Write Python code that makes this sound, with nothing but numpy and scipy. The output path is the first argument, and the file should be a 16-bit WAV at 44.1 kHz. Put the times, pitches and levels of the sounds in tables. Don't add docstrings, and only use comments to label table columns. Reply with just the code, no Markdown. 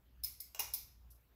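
import sys
import numpy as np
from scipy import signal
from scipy.fft import rfft, irfft
from scipy.io import wavfile
from scipy.ndimage import uniform_filter1d, map_coordinates

SR = 44100
rng = np.random.default_rng(int(sys.argv[2]) if len(sys.argv) > 2 else 0)


def inscribe(sig):
    pcm = np.round(np.clip(np.atleast_2d(sig).T, -1, 1) * 32767)
    wavfile.write(sys.argv[1], SR, pcm.astype(np.int16))


def nominal_scale(level):
    x = np.asarray(level, float) / 20
    return 10 ** x


N = 59535


def unit(x):
    return x / np.sqrt(np.mean(x ** 2) + 1e-20)


def along(points, hz):
    f, v = np.transpose(points)
    return np.interp(np.log(hz + 1), np.log(f + 1), v)


def wobble(rate):
    knots = rng.standard_normal(int(N * rate / SR) + 4)
    return map_coordinates(knots, [np.arange(N) * rate / SR])


def noise(n, spectrum):
    gain = nominal_scale(along(spectrum, np.fft.rfftfreq(n, 1 / SR)))
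    return unit(irfft(rfft(rng.standard_normal(n)) * gain, n))


def onset(t, rise_s):
    return 1 - np.exp(-t / rise_s)


def fridge():
    # time in seconds, hum frequency in Hz, level in dB.
    motor = [(0.0, 61.3, -71.5), (0.074, 60.6, -70), (0.232, 59.5, -56), (0.386, 60.3, -70),
             (0.412, 59, -78.5), (0.506, 60.34, -65), (0.548, 62.14, -80), (0.59, 60.1, -63.5),
             (0.724, 60.6, -61.5), (0.754, 57.6, -63.5), (0.834, 59.7, -66), (0.916, 59.1, -69.5),
             (1.064, 58.7, -57), (1.286, 58.8, -74.5), (1.334, 57.5, -75), (1.35, 56.3, -68)]
    # frequency in Hz, rumble density in dB per Hz.
    rumble_spectrum = [(15, -49), (25, -40.5), (36, -12), (59, 0), (74, 1.5), (86, -15), (119, -18.5),
                       (300, -32), (390, -74), (660, -120)]
    overtone_db, rumble_db, lump_db = -17.5, -71, 2
    follows = 0.29
    s, hz, db = np.transpose(motor)
    t = np.arange(N) / SR
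    hz = np.interp(t, s, hz)
    db = np.interp(t, s, db)
    phase = 2 * np.pi * np.cumsum(hz) / SR
    hum = np.sqrt(2) * nominal_scale(db) * (np.sin(phase) + nominal_scale(overtone_db) * np.sin(2 * phase))
    rest = np.array(rumble_spectrum) - [[0, 12 * (45 < f < 75)] for f, _ in rumble_spectrum]
    level_db = rumble_db + follows * (db - db.mean()) + lump_db * wobble(7.3)
    return hum + nominal_scale(level_db) * noise(N, rest)


def hiss():
    # frequency in Hz, density in dB per Hz.
    hiss_spectrum = [(150, -34), (260, -6), (600, -13.5), (1700, -15.5), (4600, -23), (8000, -29.5),
                     (10300, -31.5), (11200, -21.5), (16000, -18.5)]
    level_db, patch_db = -75.5, 2.5
    z = signal.stft(noise(N + 512, hiss_spectrum), nperseg=512)[2]
    field = uniform_filter1d(rng.standard_normal(z.shape), 8, 0)
    field = uniform_filter1d(field, 12, 1)
    patchy = signal.istft(z * nominal_scale(patch_db * unit(field)), nperseg=512)[1][:N]
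    return nominal_scale(level_db) * unit(patchy)


def strike(modes, ring_db, colour, burst_t60, longest=1):
    scatter_db, detune, rise_s = 2, 0.006, 0.0005
    to_room_db = -10
    t = np.arange(SR // 4) / SR
    ring = np.zeros(len(t))
    for hz, db, t60 in modes:
        decay = nominal_scale(db + scatter_db * rng.standard_normal() - 60 * t / min(t60, longest))
        mode_hz = hz * (1 + detune * rng.standard_normal())
        ring += decay * np.sin(2 * np.pi * (mode_hz * t + rng.random()))
    burst = noise(len(t), colour) * nominal_scale(-60 * t / burst_t60)
    ring_gain = nominal_scale(ring_db - 10.5 + np.array([[0], [to_room_db]]))
    return (ring_gain * ring + burst / 2) * onset(t, rise_s)


def kitchen(x):
    # frequency in Hz, decay time t60 in seconds.
    room_t60 = [(300, 0.58), (1000, 0.56), (2500, 0.44), (5000, 0.43), (8500, 0.39), (12000, 0.35),
                (16000, 0.25)]
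    # frequency in Hz, room over direct sound in dB.
    room_db = [(300, 5), (1000, 5), (3000, 4), (5200, 0.5), (8000, 0), (10300, -13), (11000, -1.5),
               (16000, -9.5)]
    gap_s = 0.006
    hz, t, z = signal.stft(rng.standard_normal(SR // 2 + SR // 4), SR, nperseg=256)
    t60 = along(room_t60, hz)[:, None]
    decay = nominal_scale(along(room_db, hz)[:, None] - 60 * t / t60)
    energy = t60 * SR / np.log(1e6)
    tail = signal.istft(z * decay / np.sqrt(energy), SR, nperseg=256)[1]
    return signal.fftconvolve(np.pad(x, (round(gap_s * SR), 0)), tail)


def add(out, s, blow):
    for part in (blow[0], kitchen(blow[1])):
        piece = out[round(s * SR):][:len(part)]
        piece += part[:len(piece)]


def tongs():
    # contact time in seconds, peak level in dB, ring over crack in dB.
    clicks = [(0.2335, -39, -10), (0.2364, -23, -0.5), (0.2385, -31.5, 1), (0.2418, -29, -6),
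              (0.2452, -20, -4.5), (0.2473, -23.5, -7), (0.2502, -31.5, -13), (0.2523, -42, -12),
              (0.3989, -52, 6), (0.4024, -33, 5), (0.4045, -26, -3.5), (0.4095, -37, -28),
              (0.4157, -36.5, -27), (0.5472, -36, -13), (0.556, -42, -27), (0.5918, -33.5, 1),
              (0.595, -19, -7.5), (0.6014, -20.5, -3.5), (0.6048, -23, -10), (0.6059, -29, -25),
              (0.7345, -36, -21), (0.7371, -18.5, -1.5), (0.7394, -22.5, -5.5), (0.742, -25, -11),
              (0.7453, -23, -0.5), (0.7486, -26.5, -19), (0.753, -34, -12)]
    # mode frequency in Hz, level in dB, decay time t60 in seconds.
    steel = [(3603, -21, 0.019), (3980, -14, 0.016), (4130, -20, .01), (5172, -2.5, .034), (5900, -42, .01),
             (9590, -9.5, 0.023), (10070, -8.5, 0.034), (11800, -13, 0.02), (12660, -15, 0.0061),
             (13100, -8, 0.022), (15100, -36, 0.0075)]
    # frequency in Hz, crack level in dB.
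    crack = [(1750, -85), (2100, -20), (3250, -31.5), (3550, -22), (5300, -10), (7800, -21), (11000, -4.5),
             (15500, 0)]
    crack_t60, longest_s = 0.029, 0.035
    out = np.zeros(N)
    for s, db, ring_db in clicks:
        add(out, s, nominal_scale(db) * strike(steel, ring_db, crack, crack_t60, longest_s))
    snap_s, snap_db, snap_t60 = 0.5954, -10, 0.0037
    add(out, snap_s, nominal_scale(snap_db) * strike(steel, -30, crack, snap_t60, longest_s))
    return out


def bowl():
    # tap time in seconds, peak level in dB, ring over knock in dB.
    taps = [
        (0.2382, -45.5, -16.5),
        (0.2447, -51.5, -5.5),
        (0.5471, -35, -9.5),
        (0.5919, -32, -2),
        (0.595, -28, -9),
        (0.602, -31, -8),
        (0.605, -34.5, -5),
        (0.739, -53.5, 3.5),
    ]
    # mode frequency in Hz, level in dB, decay time t60 in seconds.
    ceramic = [(412, -12.5, 0.085), (768, -9, 0.042), (835, -6.5, 0.1), (944, -8, .1), (1067.5, -4, 0.041),
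               (1410, -3.5, 0.025), (2150, -8, .03), (2527, -0.5, 0.039), (2824, 0.5, 0.075),
               (3911, -6, .09), (5400, -5, .025), (5860, -2, .035), (6390, -10, 0.06), (6710, -7, .03)]
    # frequency in Hz, knock level in dB.
    knock = [(120, -22), (400, -12.5), (1150, 0.5), (1800, -15), (2100, -2), (4750, -8.5), (5600, 5.5),
             (9500, -9)]
    out = np.zeros(N)
    for s, db, ring_db in taps:
        add(out, s, nominal_scale(db) * strike(ceramic, ring_db, knock, 0.019))
    return out


def counter():
    start_s, level_db, hz, t60, rise_s = 0.61, -59, 99.4, 0.9, 0.0316
    t = np.maximum(np.arange(N) / SR - start_s, 0)
    return nominal_scale(level_db - 60 * t / t60) * onset(t, rise_s) * np.sin(2 * np.pi * hz * t)


def sprig():
    # frequency in Hz, level in dB.
    brush = [(2000, -40), (5500, -15), (7500, -21.5), (10300, -15.5), (11500, -4.5), (13000, -9.5),
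             (16000, -19)]
    start_s, level_db, rise_s, t60 = 1.103, -61.5, 0.0013, 0.3
    grain_db = 2.1 * wobble(170)
    t = np.maximum(np.arange(N) / SR - start_s, 0)
    return nominal_scale(level_db + grain_db - 60 * t / t60) * onset(t, rise_s) * noise(N, brush)


def scene():
    return (fridge() + hiss() + tongs() + bowl() + counter() + sprig())[None]


def band_limit(x):
    return signal.sosfilt(signal.butter(12, 16990, fs=SR, output="sos"), x)


def record(dry):
    edge = nominal_scale(np.interp(np.fft.rfftfreq(N, 1 / SR), (15550, 15950), [0, -27]))
    mix = irfft(rfft(dry) * edge, N)
    return band_limit(mix)


dry = scene()
out = record(dry)
inscribe(out)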